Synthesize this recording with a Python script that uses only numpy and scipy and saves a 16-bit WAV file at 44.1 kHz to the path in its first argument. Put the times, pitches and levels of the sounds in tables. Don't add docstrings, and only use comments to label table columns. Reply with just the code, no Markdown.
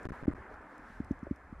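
import sys
import numpy as np
from scipy import signal
from scipy.io import wavfile
from scipy.ndimage import uniform_filter1d

SR = 44100
rng = np.random.default_rng(int(sys.argv[2]) if len(sys.argv) > 2 else 0)


def master_out(mix):
    frames = np.transpose(np.atleast_2d(mix))
    ceiling = np.clip(frames, -1, 1)
    pcm = np.round(ceiling * 32767).astype(np.int16)
    wavfile.write(sys.argv[1], SR, pcm)


def magnitude_from_level(level_db):
    exponent = np.asarray(level_db, float) / 20
    return 10 ** exponent


N = 70560
TIME_S = np.arange(N) / SR


def rms_one(x):
    return x / np.sqrt(np.mean(x ** 2) + 1e-20)


def in_time(rows):
    return np.interp(TIME_S, *np.transpose(rows))


def at_hz(points, hz):
    f_hz, level_db = np.transpose(points)
    return np.interp(np.log(hz), np.log(f_hz), level_db)


def add(out, start_s, sound):
    i = int(start_s * SR)
    out[..., i:i + sound.shape[-1]] += sound[..., :N - i]


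def sine(hz, t):
    return np.sin(2 * np.pi * hz * t)


def decay(level_db, t60_s, t):
    return magnitude_from_level(level_db - 60 * t / t60_s)


def narrow_noise(order, low_hz, high_hz, count):
    band = signal.butter(order, [low_hz, high_hz], "band", fs=SR, output="sos")
    return rms_one(signal.sosfilt(band, rng.standard_normal(count)))


def drift(rate_hz):
    r = np.exp(-2 * np.pi * rate_hz * 40 / SR)
    slow = signal.lfilter([1], [1, -2 * r, r * r], rng.standard_normal(N // 40 + 2002))
    slow = rms_one(slow[2000:])
    return np.interp(np.arange(N) / 40, np.arange(len(slow)), slow)


def banded_noise(spectrum, patchy_db, rate_hz):
    # f/Hz, correlation [1]
    likeness = [(60, .9995), (250, 1), (500, 1), (1000, 1), (2000, 1), (4000, 0.38), (8000, .42)]
    out, together = 0, drift(rate_hz)
    band_edges_hz = 20 * 2 ** (np.arange(39) / 4)
    white = rng.standard_normal((2, 2, N + 8000))
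    for k, (low_hz, high_hz) in enumerate(zip(band_edges_hz, band_edges_hz[1:])):
        hz = np.sqrt(low_hz * high_hz)
        if not .9 * spectrum[0][0] < hz < 1.1 * spectrum[-1][0]:
            continue
        band = signal.butter(3, [low_hz, high_hz], "band", fs=SR, output="sos")
        mid, side = signal.sosfilt(band, white[k % 2])[:, 8000:]
        alike = np.clip(at_hz(likeness, hz), 0, 1)
        flicker_db = patchy_db * (0.3 * together + drift(rate_hz * 2))
        stereo = np.sqrt(1 + alike) * mid + np.sqrt(1 - alike) * side * [[1], [-1]]
        out = out + magnitude_from_level(at_hz(spectrum, hz) + flicker_db) * stereo
    return rms_one(out)


def knocks():
    # t/s, peak level/dB, thud f/Hz, housing ring level/dB
    bumps = [(0.2789, -16, 256.5, -6.5), (.381, -43, 333, -6), (0.5126, -44.5, 386, -2.5),
             (0.7926, -48, 240, -16), (0.9, -49, 223, -16), (1.001, -26, 237, -41),
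             (1.108, -21.5, 241, -12), (1.2282, -32.5, 223, -16), (1.2676, -35, 500, -14),
             (1.2701, -37, 380, -21), (1.3095, -22.5, 240.7, -16), (1.5244, -36.5, 228, -34)]
    crack_band_hz = [700, 3500]
    thud_cycles, thud_swell = .345, 2.5
    ring_hz, ring_t60_s = 278, .075
    overtone, overtone_db, overtone_t60_s = 2.42, -8, .029
    frame_hz, frame_db, frame_t60_s, frame_late_s = 66, -12, .11, .0036
    frame2_hz, frame2_db, frame2_t60_s, frame2_late_s = 136, -13.5, .037, .0018
    crack_db, crack_s, crack_late_s = -39, .0015, .004
    out, t = np.zeros((2, N)), np.arange(SR // 5) / SR
    for s, db, hz, ring_db in bumps:
        u = t * hz / thud_cycles
        swell = (u / thud_swell) ** thud_swell * np.exp(thud_swell - u)
        thud = -swell * sine(hz, t)
        ring = -decay(ring_db, ring_t60_s, t) * (1 - np.exp(-u / 2)) * sine(ring_hz * hz / 250, t)
        add(out, s, magnitude_from_level(db) * (thud + ring))
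        high_ring = decay(db + ring_db + overtone_db, overtone_t60_s, t) * (1 - np.exp(-u))
        add(out, s + .0015, -high_ring * sine(overtone * hz, t))
        add(out, s + frame_late_s, -decay(db + frame_db, frame_t60_s, t) * sine(frame_hz, t))
        add(out, s + frame2_late_s, decay(db + frame2_db, frame2_t60_s, t) * sine(frame2_hz, t))
        crack = narrow_noise(2, *crack_band_hz, len(t)) * np.exp(-t / crack_s)
        add(out, s + crack_late_s, magnitude_from_level(db + crack_db) * crack)
    return out


def ticks():
    # t/s, peak level/dB, centre f/Hz, length/s, spread/octaves
    contacts = [(0.031, -57.5, 7400, 0.0035, 0.17), (0.092, -58.5, 6000, .007, 1),
                (.155, -68, 8000, .005, .4), (0.286, -60.5, 8000, .004, .6), (0.333, -66, 9500, .003, .3),
                (.5412, -63, 5000, .004, .8), (.615, -71, 7000, .004, .5), (.7801, -58.5, 6500, .004, 1),
                (1.0455, -58.5, 6800, .004, 0.72), (1.116, -60.5, 6700, .004, .6),
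                (1.1907, -68, 6900, .003, .4), (1.2366, -67, 5000, .004, .8),
                (1.3603, -58.5, 6740, .004, .8), (1.594, -69, 7000, .004, .7)]
    # f/Hz, level/dB, t60/s
    links = [(4200, -7, .007), (5500, 0, .007), (6100, 1, .006), (7300, -2, .007), (8700, 0, .005),
             (9900, -4, .004), (11500, -10, .004)]
    out, t = np.zeros((2, N)), np.arange(2000) / SR
    for s, db, centre_hz, length_s, spread_oct in contacts:
        u = t / length_s
        grit = rng.standard_normal(2000) + .6 * rng.standard_normal((2, 2000))
        flurry = grit * u * np.exp(-2 * u ** 2)
        tick = 0
        for hz, link_db, t60_s in links:
            r, w = magnitude_from_level(-60 / (t60_s * SR)), 2 * np.pi * hz / SR
            off_db = -6 * (np.log2(hz / centre_hz) / spread_oct) ** 2
            mode = signal.lfilter([0, np.sin(w)], [1, -2 * r * np.cos(w), r * r], flurry)
            tick = tick + magnitude_from_level(link_db + off_db) * mode
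        add(out, s - length_s / 4, magnitude_from_level(db) * tick / np.abs(tick.mean(0)).max())
    return out


def squeak():
    hz, half_width_hz, level_db, mid_s, half_span_s = 5450, 200, -90.5, .9, .16
    swell = np.exp(-((TIME_S - mid_s) / half_span_s) ** 4)
    return magnitude_from_level(level_db) * swell * narrow_noise(2, hz - half_width_hz, hz + half_width_hz, N)


def tyres():
    # middle t/s, half span/s, f/Hz, half width/Hz, level/dB
    songs = [
        (.14, .04, 1650, 60, -62),
        (.21, .05, 950, 60, -64),
        (.53, .04, 1450, 70, -64),
        (.74, .06, 1200, 80, -65),
        (.92, .09, 1580, 110, -62),
    ]
    out = 0
    for mid_s, half_span_s, hz, half_width_hz, db in songs:
        swell = np.exp(-((TIME_S - mid_s) / half_span_s) ** 2)
        out = out + magnitude_from_level(db) * swell * narrow_noise(1, hz - half_width_hz, hz + half_width_hz, N)
    return out


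def wind():
    # t/s, level/dB
    gusts = [(0, -64), (.055, -53), (.11, -45.5), (.17, -61.5), (.23, -50.5), (.34, -53), (.41, -48.5),
             (.46, -65.5), (.55, -55), (.63, -61), (.76, -73), (.81, -54), (.87, -64.5), (1.0, -52.5),
             (1.17, -54.5), (1.36, -67), (1.45, -57.5), (1.6, -53.5)]
    # f/Hz, level/dB
    rumble = [(22, -12), (40, -2.5), (60, -4.5), (85, -9.5), (150, -18.5), (300, -39.5)]
    return magnitude_from_level(in_time(gusts)) * banded_noise(rumble, patchy_db=1.5, rate_hz=9.0)


def airstream():
    # t/s, level/dB
    flow = [
        (0.0, -78),
        (0.088, -77),
        (0.498, -84.5),
        (0.97, -83.5),
        (1.376, -85.5),
        (1.6, -86.5),
    ]
    # f/Hz, level/dB
    hiss = [(2000, 2.5), (3000, 3), (4500, 2.8), (6500, 0), (9000, -2.5), (12500, -7), (16000, -20)]
    return magnitude_from_level(in_time(flow) + 4.0) * banded_noise(hiss, patchy_db=0.65, rate_hz=9.7)


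def traffic():
    # t/s, level/dB
    passing = [
        (0.0, -50.5),
        (0.796, -55),
        (1.368, -58.5),
        (1.6, -59.5),
    ]
    # f/Hz, level/dB
    road = [(150, -9.5), (260, -0.5), (400, -6), (600, -4), (1600, -3.5), (2200, -13.5), (2800, -30),
            (3500, -35.5)]
    return magnitude_from_level(in_time(passing) + 1.6) * banded_noise(road, patchy_db=1.6, rate_hz=5.0)


def scene():
    bicycle = knocks() + ticks() + squeak() + tyres()
    return bicycle + wind() + airstream() + traffic()


def overload(dry):
    # start t/s, length/s
    freezes = [
        (.0543, .0028),
        (.0695, .0184),
        (.1058, .0137),
        (.2274, .0073),
        (.2562, .0135),
        (.3043, .0082),
        (.3361, .0112),
    ]
    # going-in level/dB, coming-out level/dB, side of the swing [+1/-1]
    swings = [
        (-29, -28, 1),
        (-31.5, -33, -1),
        (-29, -32, 1),
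        (-32, -32, 1),
        (-31.5, -48, -1),
        (-32.5, -33, 1),
        (-32.5, -43, -1),
    ]
    snap_levels_db = [-25, -31]
    right_early_s, right_late_s, low_cut_hz, leak_db = .00044, .00042, 270, -77.5
    snap_s, snap_width_s = .0537, .00023
    gate, pops, t = np.ones((2, N)), np.zeros((2, N)), np.arange(SR // 50) / SR
    w = 2 * np.pi * low_cut_hz / np.sqrt(2)
    pop = np.exp(np.pi / 4 - w * t) * np.sin(w * t) * np.sqrt(2)
    for (s, length_s), (in_db, out_db, side) in zip(freezes, swings):
        end_s = s + length_s
        spans_s = [(s + right_early_s, end_s), (s, end_s + right_late_s)]
        for ch, (a, b) in enumerate(spans_s):
            gate[ch, int(a * SR):int(b * SR)] = magnitude_from_level(leak_db)
            add(pops[ch], a, side * magnitude_from_level(in_db) * pop)
            add(pops[ch], b, side * magnitude_from_level(out_db) * pop)
    fall = np.where(t > 2 * snap_width_s, 2, 1)
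    snap = np.exp(-np.abs(t / snap_width_s - 2) * fall)
    add(pops, snap_s, -magnitude_from_level(snap_levels_db)[:, None] * snap)
    return dry * uniform_filter1d(gate, size=9, axis=1) + pops


def roll_off(x):
    return signal.sosfilt(signal.butter(12, 12900, fs=SR, output="sos"), x)


def record(dry):
    soft_top = .45
    rounded = soft_top * np.tanh(dry / soft_top)
    return roll_off(overload(rounded))


dry = scene()
out = record(dry)
master_out(out)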